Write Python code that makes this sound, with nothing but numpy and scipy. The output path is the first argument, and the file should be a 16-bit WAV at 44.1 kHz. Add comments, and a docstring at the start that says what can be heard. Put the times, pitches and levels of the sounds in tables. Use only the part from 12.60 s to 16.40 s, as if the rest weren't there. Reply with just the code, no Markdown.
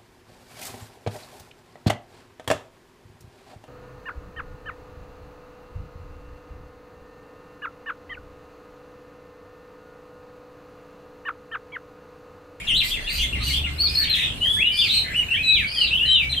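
"""A garden roof, with several caged songbirds singing over one another: clear swept whistles, a repeated
hooked note, buzzy warbles, a wide rattle and fainter notes from farther cages, all in leafy echoes.
A distant engine revs now and then over a low traffic rumble and air hiss.
Voices and engine are sines on drawn pitch curves with overtones and a fast swing of pitch; the air in
the buzzes, the rumble and the hiss are shaped noise, and the echoes a dying burst of noise."""
import sys
import numpy as np
from scipy import signal
from scipy.fft import rfft, irfft, next_fast_len
from scipy.io import wavfile
from scipy.ndimage import uniform_filter1d, map_coordinates

SR = 44100
rng = np.random.default_rng(int(sys.argv[2]) if len(sys.argv) > 2 else 0)


def materialize(psi):
    """Save the field psi as 16-bit PCM at rate SR to the path in sys.argv[1].

    A 1-D psi becomes a single channel; in a 2-D psi each row is a channel.
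    """
    bounded = np.clip(np.atleast_2d(psi).T, -1, 1)
    quanta = np.round(bounded * 32767).astype(np.int16)
    wavfile.write(sys.argv[1], SR, quanta)


N = 167580

# Levels of notes are those of the fundamental, before beak colour, flutter and panning.
# whistles of the nearest bird, one list per note: [t/s, f/Hz, level/dB]
NEAR_WHISTLES = [
    [(0.065, 4065, -47), (0.081, 3358, -24), (0.089, 3234, -22.5), (0.125, 2725, -22.5), (0.141, 3070, -21),
     (0.179, 4126, -19), (0.199, 3832, -20.5), (0.23, 2040, -28)],
    [(1.175, 3740, -50), (1.187, 4180, -29.5), (1.211, 4465, -15), (1.231, 4527, -21.5),
     (1.247, 4470, -15.5), (1.267, 4310, -22.5), (1.285, 3340, -32), (1.295, 3920, -41)],
    [(1.345, 4240, -38), (1.357, 4230, -18), (1.399, 4500, -22), (1.409, 4456, -18.5), (1.423, 4280, -21.5),
     (1.433, 4380, -24), (1.444, 3820, -26), (1.458, 3480, -30)],
    [(1.492, 4163, -23.5), (1.508, 4150, -23), (1.52, 4070, -20), (1.528, 4080, -21.5), (1.536, 4056, -20),
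     (1.544, 3560, -20), (1.56, 3060, -25)],
    [(1.798, 2830, -48), (1.82, 2908, -21.5), (1.856, 3155, -22.5), (1.9, 3382, -22), (1.94, 3428, -22.5),
     (1.974, 3400, -24), (1.982, 3453, -24), (2.045, 3216, -32)],
    [(2.17, 3430, -39), (2.176, 3397, -26.5), (2.2, 3556, -16.5), (2.212, 3480, -21.5), (2.222, 3036, -18),
     (2.23, 2910, -27), (2.236, 2815, -24.5), (2.285, 2080, -35)],
    [(2.505, 1540, -39), (2.523, 1853, -38.5), (2.543, 2560, -33), (2.561, 2887, -22), (2.577, 2960, -23),
     (2.601, 2920, -16), (2.625, 2780, -35), (2.64, 2030, -32)],
    [(2.683, 2440, -27), (2.691, 2650, -30), (2.703, 2740, -43), (2.711, 2796, -21), (2.719, 2675, -20.5),
     (2.735, 2880, -27.5), (2.749, 3040, -21), (2.775, 3590, -34.5)],
    [(2.83, 4000, -27.5), (2.92, 3891, -15), (2.944, 3930, -17.5), (2.984, 2754, -26.5),
     (3.002, 2576, -24.5), (3.018, 2344, -36), (3.048, 2253, -23.5), (3.058, 2200, -57)],
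    [(3.145, 3590, -40), (3.151, 3350, -39), (3.189, 3084, -20.5), (3.207, 3064, -43.5),
     (3.213, 2962, -14.5), (3.239, 2815, -24), (3.253, 2660, -25.5), (3.262, 2570, -45)],
    [(3.305, 2550, -29), (3.333, 2750, -22.5), (3.341, 3080, -16), (3.345, 2970, -39), (3.357, 2970, -20),
     (3.371, 3090, -26), (3.39, 3470, -24.5)],
    [(3.455, 4134, -28), (3.495, 3896, -23.5), (3.539, 3897, -16.5), (3.567, 3554, -19.5),
     (3.579, 3270, -36), (3.621, 2354, -28.5), (3.653, 2274, -27), (3.68, 2660, -80)],
    [(3.692, 4080, -37), (3.698, 4056, -27.5), (3.728, 4027, -18), (3.73, 3720, -24), (3.74, 3105, -35),
     (3.744, 2880, -31), (3.752, 1891, -31)],
]
# basic fast pitch swing of each near whistle: [rms swing f/Hz]
NEAR_SWING_HZ = [80, 15, 15, 20, 25, 30, 20, 25, 25, 20, 25, 25, 30]
# thin whistles of its neighbour, long ones and a brief last one, one list per note: [t/s, f/Hz, level/dB]
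NEIGHBOUR_WHISTLES = [
    [(1.965, 1684, -33.5), (1.977, 1702, -42), (1.995, 2114, -33), (2.025, 2672, -20.5), (2.059, 2881, -27),
     (2.067, 2887, -21), (2.155, 3073, -31.5), (2.175, 2980, -31)],
    [(2.765, 2180, -31), (2.791, 2482, -28), (2.825, 2586, -32.5), (2.903, 2553, -24.5),
     (2.959, 2487, -29.5), (2.979, 2330, -28.5), (3.031, 1670, -41.5), (3.075, 1392, -57)],
    [(3.39, 2640, -22), (3.428, 2898, -22), (3.46, 2994, -30), (3.488, 3026, -17.5), (3.528, 3117, -19),
     (3.552, 3081, -19), (3.566, 2930, -21.5), (3.615, 2532, -25.5)],
    [(3.752, 3230, -40), (3.771, 3230, -31), (3.785, 3130, -16), (3.792, 3106, -29), (3.812, 3000, -20)],
]
# shape of the hooked note: [t/s after its start, f/Hz before scatter, level/dB over the repeat's own]
HOOK_SHAPE = [(0, 2750, -1), (.014, 2840, 4.5), (.024, 2857, 1.5), (.036, 2156, -6.5), (.052, 2100, -3.5),
              (.074, 2070, -13.5)]
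# repeats of the hooked note: [t/s, level/dB]
HOOK_REPEATS = [(0.066, -34), (0.203, -30), (0.336, -32), (0.467, -32), (0.596, -30.5), (0.722, -32),
                (0.863, -32), (1.035, -31)]
# short plain notes from farther cages: [t/s, length/s, first f/Hz, last f/Hz, level/dB]
FAR_NOTES = [(0.438, 0.041, 3200, 3600, -36.5), (0.446, 0.1, 1740, 1855, -50.5),
             (0.801, 0.036, 1260, 1228, -41.5), (0.902, 0.04, 2970, 2780, -35),
             (1.049, 0.054, 1427, 1337, -49.5), (1.23, 0.021, 1293, 1207, -42.5),
             (1.259, 0.094, 2407, 2474, -41.5), (1.45, .05, 4620, 4300, -36),
             (1.85, 0.024, 2140, 1585, -37), (2.053, 0.055, 4010, 3110, -34.5),
             (2.104, 0.12, 2363, 2440, -39), (2.734, 0.035, 2093, 1586, -37),
             (3.114, 0.053, 2454, 2445, -39), (3.155, 0.054, 1890, 1960, -44.5),
             (3.687, 0.028, 2280, 2334, -37.5)]
# buzzy warbles: [t/s, length/s, f/Hz at start, a third, two thirds and end, swing f/Hz before dwell,
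# warbles per s before raggedness, mid level/dB, air level/dB before its puffs]
BUZZES = [(0.194, 0.13, 3500, 3980, 4360, 4280, 486, 146.4, -37, -34),
          (0.294, 0.058, 3004, 3260, 3387, 3300, 201, 151.2, -26.5, -47),
          (0.464, 0.15, 3580, 4500, 4390, 4310, 360, 142.4, -34, -34.5),
          (0.574, 0.085, 2874, 3220, 3317, 3410, 208, 140, -28, -37),
          (0.791, 0.16, 3726, 4390, 4275, 4060, 330, 162.8, -33, -33.5),
          (0.915, 0.087, 3000, 3122, 3393, 3420, 205, 142.3, -29, -45),
          (1.247, 0.14, 4680, 4850, 5010, 4590, 252, 159, -32, -45.5),
          (1.373, 0.08, 1754, 1762, 1764, 1686, 153, 108, -39.5, -36),
          (1.49, 0.17, 1650, 1853, 1908, 2105, 152, 90.8, -44.5, -40.5),
          (2.117, 0.19, 4765, 4825, 4800, 3760, 260, 145.7, -30.5, -41.5),
          (2.276, 0.15, 3140, 4155, 4120, 3970, 217, 162.4, -23.5, -42),
          (2.274, 0.14, 2930, 2880, 2808, 2785, 348, 130.2, -34.5, -52),
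          (2.428, 0.11, 1975, 1870, 1920, 1885, 290, 130.7, -40.5, -68),
          (3.062, 0.2, 4440, 4904, 4810, 4510, 260, 143.4, -31, -73),
          (3.17, 0.13, 4470, 4250, 4030, 3380, 198, 140.8, -30.5, -65),
          (3.261, 0.036, 3050, 2940, 2900, 2880, 353, 112, -30, -69),
          (3.414, 0.082, 1710, 1736, 1872, 2000, 119, 132, -45.5, -57)]
# rattle, its pitch thrown between two nominal limits: [t/s, low f/Hz, high f/Hz, level/dB]
RATTLE_CURVE = [(1.41, 2008, 2900, -39), (1.48, 2168, 3406, -37.5), (1.559, 2504, 4080, -34),
                (1.649, 2483, 3657, -31.5), (1.698, 2772, 3240, -37.5), (1.78, 2620, 3530, -79)]

# overtones, before flutter and glide dulling: [multiple of the pitch, level/dB against the fundamental]
WHISTLE_OVERTONES = [(2, -22.5), (3, -24), (4, -32.5)]
BUZZ_OVERTONES = [(2, -21), (3, -31)]
RATTLE_OVERTONES = [(2, -27), (3, -30)]
# neighbour, hooked note and far cages, same columns
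THIN_OVERTONES = [(2, -44), (3, -38)]
# half steps between the overtones of the fifth near whistle, same columns
HALF_STEPS = [(1.5, -29.5), (2.5, -26), (3.5, -41)]
# added octave of the first near whistle, same columns
BRIGHT_OCTAVE = [(2, -28.5)]
# overtones of the engine's firing tone, same columns
ENGINE_ORDERS = [(2, -10.5), (4, -19.5)]

# breath noise in a buzz: [f/Hz, relative level/dB per Hz]
BUZZ_AIR = [(1200, -61.5), (2300, 4), (4500, 2.5), (5900, 9), (8500, 2.5), (10500, -2), (13300, -3),
            (14600, -6.5), (15500, -17.5)]
# colour of throat and beak: [f/Hz, level/dB]
BEAK = [(1200, 0), (2000, 1.5), (3500, -1), (4800, -3.5), (5600, -11), (7000, -11), (8500, -1), (13500, -4),
        (15500, -15)]
# stereo placing of each voice: {voice: left gain level/dB, the right gets the opposite}
PAN_DB = {"near": 1.7, "next": 1, "hook": 2.5, "far": 0.5, "buzz": 1.2, "hiss": -2.3, "rattle": 3}
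# echo send of each voice: {voice: echo level/dB}
ECHO_DB = {"near": -4.5, "next": -4.5, "hook": -4.5, "far": -3, "buzz": -1.5, "hiss": 2, "rattle": 1}
# decay of the garden echoes: [f/Hz, time to fall 60 dB t/s]
GARDEN_DECAY = [(1500, 0.3), (4000, 0.26), (12000, 0.053)]

# revs of the distant engine, one list each: [t/s, firing f/Hz, level/dB before flutter]
ENGINE_REVS = [
    [(0.55, 66.3, -22), (0.586, 65.35, -29), (0.696, 58.5, -35), (0.958, 68.62, -30.5),
     (1.184, 75.83, -34.5), (1.516, 75.6, -39.5), (1.55, 75.7, -41)],
    [(3.1, 58.4, -51), (3.106, 58.07, -50.5), (3.376, 65.2, -38.5), (3.504, 60.04, -39), (3.548, 62.8, -44),
     (3.646, 66.2, -38.5), (3.8, 69, -27.5)],
]
# traffic rumble: [f/Hz, relative level/dB per Hz]
RUMBLE = [(26, -17), (45, 1.5), (135, -3.5), (210, -9), (378, -14), (471, -16), (522, -15.5), (1370, -22),
          (1500, -24), (1950, -25.5), (3300, -120)]
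# slow swell of the rumble, before RUMBLE_LIFT_DB: [t/s, level/dB]
RUMBLE_SWELL = [(0.0, -41.5), (0.55, -40.5), (0.68, -40), (1.38, -39), (1.69, -38), (2.04, -40),
                (3.8, -41.5)]
# deepest rumble: [f/Hz, relative level/dB per Hz]
DEEP_RUMBLE = [(12, -28), (22, -1.5), (40, -2.5), (60, -16), (90, -120)]
# uneven level of the deepest rumble, with quick rises and drops: [t/s, level/dB]
DEEP_LEVEL = [(0.0, -77), (0.06, -42.5), (0.68, -37), (0.73, -63), (0.82, -43.5), (3.8, -56)]
# air hiss: [f/Hz, relative level/dB per Hz]
AIR = [(710, -85.5), (1200, -23.5), (2820, -9.5), (5420, -27.5), (8960, -24.5), (10400, -29.5),
       (11200, -98), (12200, -32), (13600, -33), (15500, -60)]
# likeness of left and right in the noise: [f/Hz, correlation from -1 to 1]
STEREO_LIKENESS = [(60, 0.91), (120, 0.69), (240, 1), (480, 0.22), (950, -0.18), (1890, 0.36),
                   (3770, -0.14), (7520, -0.3), (15000, 0.16)]
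# narrow dip in the treble: [f/Hz, level/dB]
TREBLE_DIP = [(10300, 0.5), (11000, -9), (11900, -16.5), (12500, 4.5)]

EDGE_S, SOFT_EDGE_S, BUZZ_EDGE_S = .007, .012, .035  # fade at each end of a note
AIR_EDGE_S, AIR_FADE_S = .08, .12  # rise and fall of the air in a buzz
GLIDE_SWING_S = .0018  # added swing in Hz per (Hz per s) of glide
GLIDE_DULLS_DB = 8  # overtones fade by this for each 10 kHz per s of glide
OVERTONE_BLUR = .35  # unsteadiness of an overtone's phase, radians per multiple
HOOK_SCATTER = .022  # pitch spread from hook to hook, as a fraction
BUZZ_DWELL = .25  # a buzz lingers at the top of its swing and darts through the bottom
BUZZ_RAGGED, RATTLE_RAGGED = .07, .2  # unevenness of the swing
BUZZ_SWELL_DB, AIR_PUFF_DB = 3.5, 5  # rise through a buzz; height of its air puffs
RATTLE_PER_S = 95  # swings per s before raggedness
AIR_DB, RUMBLE_LIFT_DB, AIR_PATCHY_DB = -40, 2, 4.5
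TOP_HZ = 15600


def near_whistles():
    """Clear swept whistles: a quavering sine whose swing widens with the speed of its glide."""
    out = np.zeros(N)
    for k, (rows, swing_hz) in enumerate(zip(NEAR_WHISTLES, NEAR_SWING_HZ)):
        overtones = WHISTLE_OVERTONES
        dull_db = GLIDE_DULLS_DB
        if k == 0:  # this octave lasts through the glides
            overtones = overtones + BRIGHT_OCTAVE
            dull_db = 0
        if k == 4:
            overtones = overtones + HALF_STEPS
        sing(out, rows, overtones, EDGE_S, swing_hz, rate=190, ragged=.333, flutter_db=1.5,
             glide_s=GLIDE_SWING_S, dull_db=dull_db)
    return out


def neighbour_whistles():
    """Thin-toned whistles, long ones and a brief last one: almost pure sines with a ragged quaver."""
    out = np.zeros(N)
    for rows in NEIGHBOUR_WHISTLES:
        sing(out, rows, THIN_OVERTONES, EDGE_S, swing_hz=25, rate=130, ragged=.33, flutter_db=3.0)
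    return out


def hooked_notes():
    """One short hooked pitch curve, repeated a little higher or lower each time."""
    out = np.zeros(N)
    for start, db in HOOK_REPEATS:
        transpose = 1 + HOOK_SCATTER * rng.standard_normal()
        rows = np.multiply(HOOK_SHAPE, [1, transpose, 1]) + [start, 0, db]
        sing(out, rows, THIN_OVERTONES, EDGE_S, swing_hz=51, rate=250, ragged=.589, flutter_db=1.5,
             glide_s=GLIDE_SWING_S / 2)
    return out


def far_notes():
    """Faint short notes with soft edges, each a plain slide between two pitches."""
    out = np.zeros(N)
    for start, length, first_hz, last_hz, db in FAR_NOTES:
        rows = [(start, first_hz, db), (start + length, last_hz, db)]
        sing(out, rows, THIN_OVERTONES, SOFT_EDGE_S, swing_hz=35, rate=140, ragged=.39, flutter_db=2.0)
    return out


def buzzes():
    """Buzzy warbles: the pitch swings so fast and wide that it blurs into a buzz."""
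    out = np.zeros(N)
    for start, length, *pitch, swing_hz, rate, db, _ in BUZZES:
        rows = [(start + length * k / 3, hz, db + BUZZ_SWELL_DB * (k / 3 - .5))
                for k, hz in enumerate(pitch)]
        sing(out, rows, BUZZ_OVERTONES, BUZZ_EDGE_S, swing_hz / np.sqrt(2), rate, ragged=BUZZ_RAGGED,
             flutter_db=3.5, lean_db=2.0, dwell=BUZZ_DWELL)
    return out


def buzz_air():
    """Breath in each buzz: shaped noise that puffs once a warble and outlasts the tone a little."""
    out, t = np.zeros(N), np.arange(N) / SR
    air = unit(rush(BUZZ_AIR, AIR_PATCHY_DB).sum(axis=0))
    air = air * amp(1.4 * wobble(N, 110))
    for start, length, *_, rate, _, air_db in BUZZES:
        puffs = amp(air_db + AIR_PUFF_DB * np.sin(2 * np.pi * rate * t))
        rise = (t - start) / AIR_EDGE_S
        fall = (start + length - t) / AIR_FADE_S + .5
        fade = np.sin(np.pi / 2 * np.clip(np.minimum(rise, fall), 0, 1)) ** 2
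        out += puffs * fade * air
    return out


def rattle():
    """One wide rattle: the pitch is thrown between two limits, louder at the top."""
    out = np.zeros(N)
    s, low, high, db = np.transpose(RATTLE_CURVE)
    rows = np.transpose([s, (low + high) / 2, db])
    sing(out, rows, RATTLE_OVERTONES, BUZZ_EDGE_S, (high - low) / 2 / np.sqrt(2), RATTLE_PER_S,
         ragged=RATTLE_RAGGED, flutter_db=4.0, lean_db=4.0)
    return out


def birds():
    """One dry track for each voice, through the colour of throat and beak."""
    voices = {"near": near_whistles(), "next": neighbour_whistles(), "hook": hooked_notes(),
              "far": far_notes(), "buzz": buzzes(), "hiss": buzz_air(), "rattle": rattle()}
    return {name: filtered(dry, lambda hz: amp(along(BEAK, hz))) for name, dry in voices.items()}


def garden(x):
    """Roof, cages and leaves answer: a stereo noise tail in which each frequency dies at its own speed."""
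    hz, t, z = signal.stft(rng.standard_normal((2, SR // 2)), SR, nperseg=256)
    decay = amp(-60 * t / along(GARDEN_DECAY, hz)[:, None])
    tail = signal.istft(z * decay, SR, nperseg=256)[1]
    tail = tail / np.linalg.norm(tail[0])
    delayed = np.pad(x, (130, 0))  # samples, about 3 ms
    return signal.fftconvolve(delayed[None], tail, axes=1)[:, :N]


def engine():
    """A far engine: low firing tone with its orders, slightly unsteady."""
    out = np.zeros(N)
    for rows in ENGINE_REVS:
        sing(out, rows, ENGINE_ORDERS, edge_s=.08, swing_hz=1.5, rate=9, ragged=.8, flutter_db=1.2)
    return out


def traffic():
    """Traffic rumble: low noise that swells slowly, over a deepest layer with quick rises and drops."""
    rumble = rush(RUMBLE + [(3000, -120)], patchy_db=2.0)  # the rumble fades out toward about 3 kHz
    rumble = amp(RUMBLE_LIFT_DB) * level_curve(RUMBLE_SWELL) * rumble
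    return rumble + level_curve(DEEP_LEVEL) * rush(DEEP_RUMBLE, patchy_db=0.0)


def air_hiss():
    """Air: patchy shaped noise at one overall level, kept out of the bass."""
    return amp(AIR_DB) * rush([(500, -120)] + AIR, AIR_PATCHY_DB)


def sing(out, rows, overtones, edge_s, swing_hz=0, rate=150, ragged=0., flutter_db=0., lean_db=0.,
         glide_s=0., dwell=0., dull_db=GLIDE_DULLS_DB):
    """Add a sine on a pitch curve with overtones, fast pitch swing, level flutter and a lean to its top."""
    s, hz, db = np.transpose(rows)
    t = np.arange(max(round(s[0] * SR), 0), min(round(s[-1] * SR), N)) / SR
    n = len(t)
    pitch = np.interp(t, s, hz)
    glide = np.abs(uniform_filter1d(np.gradient(pitch) * SR, size=500))  # Hz per s

    beat = 2 * np.pi * np.cumsum(rate * (1 + ragged * wobble(n, rate / 2))) / SR
    shape = np.sqrt(2) * (np.sin(beat) + dwell * np.cos(2 * beat)) + ragged * wobble(n, 4 * rate)
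    swing = (np.interp(t, s, swing_hz + 0 * s) + glide_s * glide) * shape
    smooth_pitch = uniform_filter1d(pitch, size=300, mode="nearest")
    phase = 2 * np.pi * np.cumsum(smooth_pitch + swing) / SR + rng.uniform(0, 2 * np.pi)

    blur = OVERTONE_BLUR * wobble(n, 70) * (hz.mean() > 500)  # the low engine keeps its orders steady
    tone = np.sin(phase)
    for multiple, gain_db in overtones:
        gain = amp(gain_db + 3.5 * wobble(n, 44.94) - dull_db * glide / 10 ** 4)
        tone = tone + gain * np.sin(multiple * (phase + blur))

    level_db = uniform_filter1d(np.interp(t, s, db), size=200, mode="nearest")
    level_db = level_db + lean_db * np.sin(beat) + flutter_db * wobble(n, 2 * rate)
    edge = np.sin(np.pi / 2 * np.clip(np.minimum(t - s[0], s[-1] - t) / edge_s, 0, 1))
    out[round(t[0] * SR):][:n] += np.sqrt(2) * amp(level_db) * edge * tone


def rush(spectrum, patchy_db):
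    """Stereo noise of rms 1 with patches of random gain and a left-right likeness set by frequency."""
    z = signal.stft(rng.standard_normal((2, N)), nperseg=512)[2]
    field = rng.standard_normal(z.shape[1:])
    field = uniform_filter1d(uniform_filter1d(field, 6, 0), 14, 1)
    pair = signal.istft(z * amp(patchy_db * unit(field)), nperseg=512)[1][:, :N]

    def mid_side(hz):
        turn = np.arccos(np.clip(along(STEREO_LIKENESS, hz), -1, 1)) / 2
        return amp(along(spectrum, hz)) * [np.cos(turn), np.sin(turn)]

    mid, side = filtered(pair, mid_side)
    return unit(np.array([mid + side, mid - side]))


def level_curve(rows):
    """(s, dB) points as a gain per sample."""
    s, db = np.transpose(rows)
    return amp(np.interp(np.arange(N) / SR, s, db))


def wobble(n, rate):
    """A smooth random curve of n samples, rate knots a second, at most 900."""
    knots = rng.standard_normal(4096)
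    return map_coordinates(knots, [np.arange(n) * min(rate, 900) / SR])


def filtered(x, response):
    """x times a response of frequency, with room for the ringing."""
    m = next_fast_len(N + SR // 2)
    return irfft(rfft(x, m) * response(np.fft.rfftfreq(m, 1 / SR)), m)[..., :N]


def along(points, hz):
    """Read (Hz, value) points on a log frequency axis."""
    f, v = np.transpose(points)
    return np.interp(np.log(hz + 1), np.log(f + 1), v)


def amp(db):
    """Decibels to linear gain."""
    return 10 ** (np.asarray(db) / 20)


def unit(x):
    """Scale to rms 1."""
    return x / np.sqrt(np.mean(x ** 2) + 1e-20)


def scene():
    """Each voice panned dry with its echoes, over engine, traffic and air."""
    out = traffic() + air_hiss() + engine()
    for name, dry in birds().items():
        panned = dry * amp([[PAN_DB[name]], [-PAN_DB[name]]])
        out = out + panned + amp(ECHO_DB[name]) * garden(dry)
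    return out


def record(dry):
    """The treble dips in one band, and nothing is kept above the band limit."""
    return filtered(dry, lambda hz: amp(along(TREBLE_DIP, hz)) * (hz < TOP_HZ))


dry = scene()
out = record(dry)
materialize(out)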